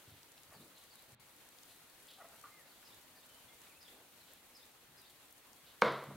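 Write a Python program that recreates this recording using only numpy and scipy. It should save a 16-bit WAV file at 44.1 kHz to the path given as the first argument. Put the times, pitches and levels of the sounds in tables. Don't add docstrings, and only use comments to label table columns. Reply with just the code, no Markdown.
import sys
import numpy as np
from scipy import signal
from scipy.fft import rfft, irfft
from scipy.io import wavfile
from scipy.ndimage import uniform_filter1d

SR = 44100
rng = np.random.default_rng(int(sys.argv[2]) if len(sys.argv) > 2 else 0)


def generate_wav(sig):
    pcm = np.round(np.clip(np.atleast_2d(sig).T, -1, 1) * 32767).astype(np.int16)
    wavfile.write(sys.argv[1], SR, pcm)


N = 271636
T = np.arange(SR) / SR

# hz, relative_level_db
AIR_SPECTRUM = [(15, -49), (25, -48), (48, -5), (216, -6.5), (261, -2.5), (414, -7), (500, -4), (587, -6),
                (857, -6), (1040, -6.5), (1430, -7.5), (4330, -11), (5090, -15.5), (13100, -13.5),
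                (15800, -15)]
# hz, correlation
AIR_LIKENESS = [(30, 0.43), (60, 0.29), (120, 0.81), (1000, 0.64), (2500, 0.27), (5000, 0.021),
                (9000, 0.025), (12000, 0.18), (14000, 0.99)]
# hz, left_minus_right_db
AIR_BALANCE = [(30, 6), (90, 0.5), (3000, 0), (6000, 1.5), (9500, 2.5), (14000, 0.8)]
# time_s, gain_db
AIR_SWELL = [(0, 1.5), (1.1, 1), (2, 2), (3.7, 1.86), (4.8, 0.6), (6.1, 1.8)]
AIR_DB = -64.5

# time_s, relative_fizz_db
HANDLING = [(0, -92), (1.1, -75), (1.7, -67.5), (3.7, -69.5), (4.1, -70.5), (4.65, -69.5), (4.85, -80),
            (5.55, -69), (6.1, -75)]

# start_s, length_s, rasp_level_db, relative_fizz_db
STROKES = [(0.056, 0.21, -70.5, -78), (0.378, 0.0049, -58.5, -76), (0.761, 0.11, -68.5, -62),
           (1.677, 0.13, -70.5, -62), (2.075, 0.11, -60.5, -66), (4.25, 0.17, -70, -77),
           (5.091, 0.05, -69.5, -61), (5.658, 0.094, -66, -78)]
BLADE_HZ, BLADE_OCTAVES = 3580, 0.31

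# start_s, level_db, push_hz, damping_factor
THUDS = [(.076, -49.5, 113, 4), (.118, -51.5, 95, 4), (.485, -55.5, 100, 5.3), (.553, -55.5, 112, 1.9),
         (.588, -62, 202, 1.7), (1.078, -65, 120, 4), (1.121, -54.5, 119, 4.2), (1.146, -55.5, 123, 2.2),
         (4.88, -63, 140, 1.7), (6.072, -45.5, 138, .8), (6.106, -52, 207, 1.3), (6.141, -46, 90, 1)]
# hz, relative_level_db, undamped_t60_s
TABLE_MODES = [(84, -11, .3), (138, 2, .55), (200, 4, .3), (258, -5, .25), (318, -7, .25), (510, -16, .1)]

# start_s, nominal_peak_db, centre_hz
LARGE_TICKS = [(0.2312, -49, 5440), (0.3192, -51, 8360), (0.4339, -53, 5920), (0.5038, -54, 4990),
               (0.6804, -52.5, 10100), (0.9555, -50, 10100), (1.022, -51, 12900), (1.5864, -51.5, 4030),
               (1.6334, -48.5, 5840), (2.4134, -49.5, 8600), (4.335, -46.5, 11500), (5.017, -49, 11400),
               (5.3258, -49, 12000), (5.5313, -50, 5730), (5.821, -47, 13500), (6.04, -49.5, 10500)]
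SMALL_TICKS_PER_S, SMALL_TICK_DB, SMALL_TICK_SPREAD_DB, SMALL_TICK_HZ = 4.2, -54, 4, 8750

# start_s, length_s, first_hz, last_hz, level_db, relative_fizz_db
DRAGS = [(.507, 0.093, 1190, 350, -61.5, -61), (0.585, 0.13, 190, 400, -64.5, -62),
         (2.827, .025, 1210, 1210, -66, -78), (3.663, 0.02, 2180, 2180, -63, -76),
         (3.902, 0.18, 478, 478, -68, -82), (6.028, 0.026, 520, 450, -49.5, -72),
         (6.102, 0.027, 560, 480, -52, -74)]
DRAG_OCTAVES = 0.83

# start_s, top_hz, first_level_db, link_length_s, second_hz, second_level_db
CHIRPS = [(.537, 4710, -68, .03, 3850, -68), (.748, 4300, -68, 0.029, 3900, -75),
          (.904, 4640, -67.5, 0.036, 3870, -66.5), (1.69, 4320, -72, .032, 3900, -72),
          (2.685, 4500, -72.5, .032, 3500, -71.5), (2.846, 5230, -65.5, 0.033, 3710, -65.5),
          (3.152, 4850, -70, .032, 3600, -71), (3.803, 5150, -64, .031, 3490, -61.5),
          (4.205, 4240, -69, .02, 3600, -75), (4.544, 5210, -63, .036, 3700, -68),
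          (4.967, 5170, -67, .04, 3770, -66.5)]
# time_s, share_of_top_pitch
ARCH = [(0, .9), (.006, .98), (.012, 1), (.026, .96), (.04, .88)]
LINK_DB, LINK_FROM, LINK_TO = -5, 1.1, .92
RISE_S, RISE_SHARE = 0.025, 0.0925
CHIRP_ROUGH, CHIRP_WAVER = 0.34, .014
# start_s, length_s, first_hz, middle_hz, last_hz, level_db
WHISTLES = [(2.511, 0.12, 2040, 2074, 1630, -67.5), (3.148, 0.039, 1790, 1800, 1730, -72.5),
            (3.287, 0.066, 3150, 3030, 2970, -72), (3.356, .08, 3090, 3050, 2950, -73),
            (3.484, 0.02, 3430, 3400, 3330, -66.5), (3.484, 0.067, 2030, 2130, 2000, -70.5),
            (3.69, .048, 2880, 2430, 2230, -70.5), (3.735, 0.053, 2290, 2560, 2620, -71),
            (5.062, .024, 4620, 4560, 4400, -71)]
WHISTLE_ROUGH, WHISTLE_WAVER = .08, .005

# start_s, length_s, first_hz, middle_hz, last_hz, level_db,
# roughness_0_to_1, step_per_harmonic_db, haze_level_db
YELPS = [(2.18, 0.028, 792, 762, 740, -62, 0.3, -14, -68),
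         (2.199, 0.028, 750, 684, 590, -57.5, 0.28, -12, -58.5),
         (2.222, 0.021, 720, 700, 680, -66, 0.5, -8, -63),
         (2.242, 0.018, 707, 668, 637, -57.5, 0.43, -14, -67),
         (2.271, .095, 701, 682, 660, -67.5, 0.55, -16, -77),
         (2.324, .05, 1400, 1470, 1430, -72, .3, -30, -78),
         (2.436, .028, 1217, 1183, 1170, -53.5, 0.23, -28, -65),
         (2.438, 0.038, 1467, 1437, 1380, -64, 0.3, -29, -75),
         (2.465, .042, 1257, 1224, 1190, -69, .6, -26, -71)]
# centre_hz, width_octaves, relative_level_db
HAZE_BANDS = [(1290, 0.15, 1.5), (1900, .08, -6)]
# delay_s, gain_db
YELP_ECHOES = [(.024, -15), (.048, -17)]

SLAP_LEAD_S, SLAP_DB, SLAP_HZ = .0055, -40.5, 3400
KNOCK_S, KNOCK_DB = 5.8204, -10.5
# hz, width_hz, relative_level_db
CRACK_RESONANCES = [(213, 18, 0.5), (514, 26, 5.5), (790, 110, -10), (990, 150, 2), (1170, 130, 1),
                    (1480, 110, 0), (2190, 140, -2.5), (3100, 240, -28), (3900, 180, -20), (4380, 200, -13)]
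# hz, width_hz
CRACK_NOTCHES = [(1840, 80), (2690, 200)]
# delay_s, gain
KNOCK_ECHOES = [(.0046, 0.1), (.0072, 0.061), (0.0097, 0.15), (0.0147, 0.085), (.0255, 0.086), (.039, 0.11),
                (0.0432, 0.089), (.0605, .13), (.0645, .08), (0.0908, 0.056), (.1035, 0.059)]
# hz, relative_level_db, t60_s
TRAY_MODES = [(260, -42, .4), (322, -41, .35), (469, -31, .5), (488, -36, .3), (507, -32, .45),
              (534, -36, .25), (604, -35.5, .4), (621, -40, .3), (665, -43, .6), (753, -42, .5),
              (899, -43.5, .55), (955, -41, .4), (971, -35.5, .55), (994, -36.5, .42), (1030, -41, .45),
              (1059, -42, .5), (1118, -38, .55), (1160, -42, .6), (1187, -39, .5), (1237, -42, .55),
              (1248, -43, .5), (1305, -43, .5), (1320, -41, .65), (1392, -41, .55), (1454, -44, .6),
              (1521, -43, .45), (1534, -44, .55), (1982, -46, .5), (2005, -42.5, .5), (2218, -46, .33),
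              (2295, -48, .5), (2635, -55, .55), (3105, -54, .55), (3560, -53, .55)]
# hz, relative_level_db
BOOM_COLOUR = [(47, -40), (75, -28), (112, -13), (145, -15), (175, -13), (240, -11), (350, -7), (510, 0),
               (574, -3.5), (680, -4), (820, -13), (990, -3.5), (1450, -9), (1800, -13.5), (2080, -10),
               (2550, -21.5), (3870, -16.5), (6140, -32.5), (12000, -40), (15600, -79), (22000, -120)]
# hz, t60_s
ROOM_DECAY = [(100, 0.67), (250, 0.66), (500, 0.58), (1200, 0.67), (2500, 0.66), (4500, 0.54), (9000, 0.24)]

# start_s, end_s
DIP_SPAN = (1.149, 1.197)
# hz, gain_db
DIP_SPECTRUM = [(200, -5), (1500, -5), (3800, -5.5), (6000, -21), (12000, -26)]
EDGE_HZ = 15900


def amp(db):
    return 10 ** (np.asarray(db) / 20)


def unit(x):
    return x / np.sqrt(np.mean(x ** 2) + 1e-24)


def read(points, hz):
    f, value = np.transpose(points)
    return np.interp(np.log(hz + 1), np.log(f + 1), value)


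def add(mix, start_s, sound):
    part = mix[round(start_s * SR):][:len(sound)]
    part += sound[:len(part)]


def bins(size):
    return np.fft.rfftfreq(size, 1 / SR)


def bell_curve(size, hz, octaves):
    return np.exp(-.5 * (np.log2((bins(size) + 1) / hz) / octaves) ** 2)


def band_noise(size, hz, octaves):
    spectrum = rfft(rng.standard_normal(size))
    return unit(irfft(spectrum * bell_curve(size, hz, octaves), size))


def high_pass(x, hz):
    return signal.sosfilt(signal.butter(4, hz, "high", fs=SR, output="sos"), x)


def tail(colour, rise_s):
    taps = rng.choice([-1., 1.], SR) * (rng.random(SR) < .2)
    hz, t, z = signal.stft(taps, SR, nperseg=512)
    decay_db = -60 * t / read(ROOM_DECAY, hz)[:, None]
    z = z * amp(read(colour, hz)[:, None] + decay_db)
    out = signal.istft(z, SR, nperseg=512)[1][:SR] * (1 - np.exp(-T / rise_s))
    return out / np.linalg.norm(out)


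def in_room(x, wet_db, spread):
    colour = [(100, 0.5), (10000, 3.1)]  # hz, relative_level_db
    mid, side = (signal.fftconvolve(x, tail(colour, 0.0074))[:N] for _ in range(2))
    return x + amp(wet_db) * (mid + spread * np.array([side, -side]))


def ring(modes, damping=1):
    return sum(amp(db - 60 * T * damping / t60_s) * np.sin(2 * np.pi * hz * T) for hz, db, t60_s in modes)


def air(patch_db=1.02, flicker_db=0.77):
    frames, hz = N // 128 + 5, bins(1024)
    a, b, c, d, patches = rng.standard_normal((5, frames, len(hz)))
    patches = uniform_filter1d(patches, size=16, axis=0)
    patches = unit(uniform_filter1d(patches, size=8, axis=1))
    flicker = unit(uniform_filter1d(rng.standard_normal((frames, 1)), size=10, axis=0))
    same = np.clip(read(AIR_LIKENESS, hz), -1, 1)
    left = a + 1j * b
    right = same * left + np.sqrt(1 - same ** 2) * (c + 1j * d)
    lean = amp(read(AIR_BALANCE, hz) / 2)
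    z = np.array([left * lean, right / lean]) / np.sqrt((1 + same) / 2)
    z = z * amp(read(AIR_SPECTRUM, hz) + patch_db * patches + flicker_db * flicker)
    out = signal.istft(z.transpose(0, 2, 1), nperseg=1024, noverlap=896)[1][:, :N]
    swell_db = np.interp(np.arange(N) / SR, *np.transpose(AIR_SWELL))
    return out / out.mean(0).std() * amp(AIR_DB + swell_db)


def stroke_push(length_s):
    return np.sin(np.pi * np.linspace(0, 1, round(length_s * SR)) ** 0.52)


def wetness(clump_db=5.0, clump_s=0.012):
    window = np.hanning(round(2 * clump_s * SR))
    clumps = unit(signal.oaconvolve(rng.standard_normal(N), window, "same"))
    steady_db = np.interp(np.arange(N) / SR, *np.transpose(HANDLING))
    power = amp(steady_db + clump_db * np.minimum(clumps, 2)) ** 2
    for start_s, length_s, *_, fizz_db in STROKES + DRAGS:
        add(power, start_s, (amp(fizz_db) * stroke_push(length_s)) ** 2)
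    return np.sqrt(power)


def squelch(level_db=-7.0, grains_per_s=2500, spread_db=3, hz=9500, octaves=0.64):
    grains = rng.standard_normal((3, N)) * (rng.random((3, N)) < grains_per_s / SR)
    grains = grains * amp(spread_db * np.minimum(rng.exponential(1, (3, N)), 2))
    shared, left, right = irfft(rfft(grains) * bell_curve(N, hz, octaves), N)
    out = np.array([shared + 0.71 * left, 0.5 * shared + .5 * right])
    return out / out.mean(0).std() * amp(level_db) * wetness()


def rub(length_s, first_hz, last_hz, octaves, count=4):
    push = stroke_push(length_s)
    place = np.linspace(0, count - 1, len(push))
    hiss = 0
    for k, hz in enumerate(np.geomspace(first_hz, last_hz, count)):
        fade = np.sqrt(np.maximum(1 - abs(place - k), 0))
        hiss = hiss + fade * band_noise(len(push), hz, octaves)
    fibres = np.exp(.3 * unit(uniform_filter1d(rng.standard_normal(len(push)), size=120)))
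    return unit(hiss * fibres) * push


def knife():
    out = np.zeros(N)
    for start_s, length_s, db, _ in STROKES:
        add(out, start_s, amp(db) * rub(length_s, BLADE_HZ, BLADE_HZ, BLADE_OCTAVES))
    return in_room(out, wet_db=-9.5, spread=0.14)


def thuds(ring_db=-9, push_s=0.014, rise_s=0.0062, smear_db=-17, smear_hz=240, smear_s=0.042, low_hz=60):
    out = np.zeros(N)
    for start_s, db, hz, damping in THUDS:
        push = np.sin(2 * np.pi * hz * T) * np.exp(-T / push_s)
        smear = amp(smear_db) * band_noise(SR, smear_hz, 0.73) * np.exp(-T / smear_s)
        table = amp(ring_db) * ring(TABLE_MODES, damping)
        add(out, start_s, amp(db) * (table + push + smear) * (1 - np.exp(-T / rise_s)))
    return in_room(high_pass(out, low_hz), wet_db=-8.0, spread=0.056)


def ticks(decay_s=0.0018, crest_db=3.0, right_db=-2, spread=0.76):
    out, t = np.zeros((2, N)), T[:768]
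    all_ticks = list(LARGE_TICKS)
    for when, size, pitch in rng.random((120, 3))[:round(SMALL_TICKS_PER_S * N / SR)]:
        db = SMALL_TICK_DB + SMALL_TICK_SPREAD_DB * (2 * size - 1)
        all_ticks.append((when * N / SR, db, SMALL_TICK_HZ * 2 ** (pitch - .5)))
    for start_s, db, hz in all_ticks:
        snap, side = (band_noise(len(t), hz, 0.67) * np.exp(-t / decay_s) for _ in range(2))
        add(out[0], start_s, amp(db - crest_db) * (snap + spread * side))
        add(out[1], start_s, amp(db - crest_db + right_db) * (snap - spread * side))
    return out


def drags():
    out = np.zeros(N)
    for start_s, length_s, first_hz, last_hz, db, _ in DRAGS:
        add(out, start_s, amp(db) * rub(length_s, first_hz, last_hz, DRAG_OCTAVES))
    return in_room(out, wet_db=-9.5, spread=0.14)


def glide(length_s, first_hz, middle_hz, last_hz):
    curve = np.polyfit([0, .5, 1], [first_hz, middle_hz, last_hz], 2)
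    return np.polyval(curve, np.linspace(0, 1, round(length_s * SR)))


def note(hz, rough, overtone_db, waver=0):
    pole = np.exp(-2 * np.pi * 150 / SR)
    flutter = signal.lfilter([1], [1, -pole], rng.standard_normal((3, len(hz))))
    turns = np.cumsum(hz * (1 + waver * unit(flutter[2]))) / SR
    shake = 1 - rough + rough * (unit(flutter[0]) + 1j * unit(flutter[1]))
    tone = sum(amp(k * overtone_db) * np.exp(2j * np.pi * (k + 1) * turns) for k in range(3))
    return unit((tone * shake).real) * signal.windows.tukey(len(hz), .3)


def birds(overtone_db=-39):
    chirps, whistles, arch_s = np.zeros(N), np.zeros(N), ARCH[-1][0]
    arch = np.interp(T[:round(arch_s * SR)], *np.transpose(ARCH))
    rise = 1 + RISE_SHARE * np.linspace(-1, 1, round(RISE_S * SR))
    for start_s, top_hz, first_db, link_s, second_hz, second_db in CHIRPS:
        link = np.linspace(LINK_FROM, LINK_TO, round(link_s * SR))
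        parts = [(0, top_hz * arch, first_db),
                 (arch_s, second_hz * link, second_db + LINK_DB),
                 (arch_s + link_s, second_hz * rise, second_db)]
        for after_s, hz, db in parts:
            add(chirps, start_s + after_s, amp(db) * note(hz, CHIRP_ROUGH, overtone_db, CHIRP_WAVER))
    for start_s, length_s, first_hz, middle_hz, last_hz, db in WHISTLES:
        hz = glide(length_s, first_hz, middle_hz, last_hz)
        add(whistles, start_s, amp(db) * note(hz, WHISTLE_ROUGH, overtone_db, WHISTLE_WAVER))
    return in_room(chirps, wet_db=-8.5, spread=1.0) + in_room(whistles, wet_db=-12, spread=1.0)


def dog():
    out = np.zeros(N)
    for start_s, length_s, first_hz, middle_hz, last_hz, db, rough, overtone_db, haze_db in YELPS:
        core = note(glide(length_s, first_hz, middle_hz, last_hz), rough, overtone_db)
        size = len(core)
        haze = unit(sum(amp(band_db) * band_noise(size, hz, octaves) for hz, octaves, band_db in HAZE_BANDS))
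        yelp = amp(db) * core + amp(haze_db) * haze * signal.windows.tukey(size, .5)
        add(out, start_s, yelp)
        for delay_s, echo_db in YELP_ECHOES:
            add(out, start_s + delay_s, amp(echo_db) * yelp)
    return in_room(high_pass(out, 400), wet_db=-13.5, spread=.1)


def slap(spread=0.29):
    size, out = round(SLAP_LEAD_S * SR), np.zeros((2, N))
    mid, side = (band_noise(size, SLAP_HZ, 1.0) * np.linspace(.3, 1, size) for _ in range(2))
    add(out[0], KNOCK_S - SLAP_LEAD_S, mid + spread * side)
    add(out[1], KNOCK_S - SLAP_LEAD_S, mid - spread * side)
    return amp(SLAP_DB) * out


def causal(gain):
    log_gain = np.log(np.maximum(np.r_[gain, gain[-2:0:-1]], 1e-5))
    click = np.fft.ifft(np.exp(np.conj(signal.hilbert(log_gain)))).real
    return click / abs(click).max()


def crack(soft_hz=3000, travel_s=0.00092):
    hz = bins(4096)
    body = sum(amp(db) / (1 + 1j * (hz ** 2 - f ** 2) / (width_hz * (hz + 1)))
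               for f, width_hz, db in CRACK_RESONANCES)
    body = body * np.prod([(hz - f) / (hz - f + 1j * width_hz) for f, width_hz in CRACK_NOTCHES], axis=0)
    click = causal(abs(body) / np.sqrt(1 + (hz / soft_hz) ** 6))
    click = irfft(rfft(click) * np.exp(-4j * np.pi * travel_s * np.sqrt(1000 * hz)))
    return click / abs(click).max()


def knock(boom_db=11.0, tray_db=8, table_db=-29, low_hz=78, side_db=-31, chatter_db=-29, chatter_s=0.0052):
    direct = crack()
    chatter_shape = np.exp(-T / chatter_s) * (1 - np.exp(-T / 0.00039))
    chatter = amp(chatter_db) * band_noise(SR, 3400, 0.45) * chatter_shape
    tray = amp(tray_db) * ring(TRAY_MODES) * (1 - np.exp(-T / 0.0028))
    table = amp(table_db) * ring(TABLE_MODES) * (1 - np.exp(-T / 0.065))
    blow = chatter + tray + table
    add(blow, 0, direct)
    for delay_s, gain in KNOCK_ECHOES:
        add(blow, delay_s, gain * direct)
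    blow = blow + amp(boom_db) * tail(BOOM_COLOUR, rise_s=0.017)
    side = amp(boom_db + side_db) * tail(BOOM_COLOUR, rise_s=0.0039)
    out = np.zeros((2, N))
    add(out[0], KNOCK_S, blow + side)
    add(out[1], KNOCK_S, blow - side)
    return amp(KNOCK_DB) * high_pass(out, low_hz)


def scene():
    handling = squelch() + knife() + thuds() + ticks() + drags()
    return air() + handling + birds() + dog() + slap() + knock()


def record(dry):
    t = np.arange(N) / SR
    dull = irfft(rfft(dry) * amp(read(DIP_SPECTRUM, bins(N))), N)
    dip = uniform_filter1d(1. * ((t > DIP_SPAN[0]) & (t < DIP_SPAN[1])), size=60)
    low_pass = signal.firwin(511, EDGE_HZ, window=("kaiser", 9), fs=SR)
    return signal.oaconvolve(dry + dip * (dull - dry), low_pass[None], "same")


dry = scene()
out = record(dry)
generate_wav(out)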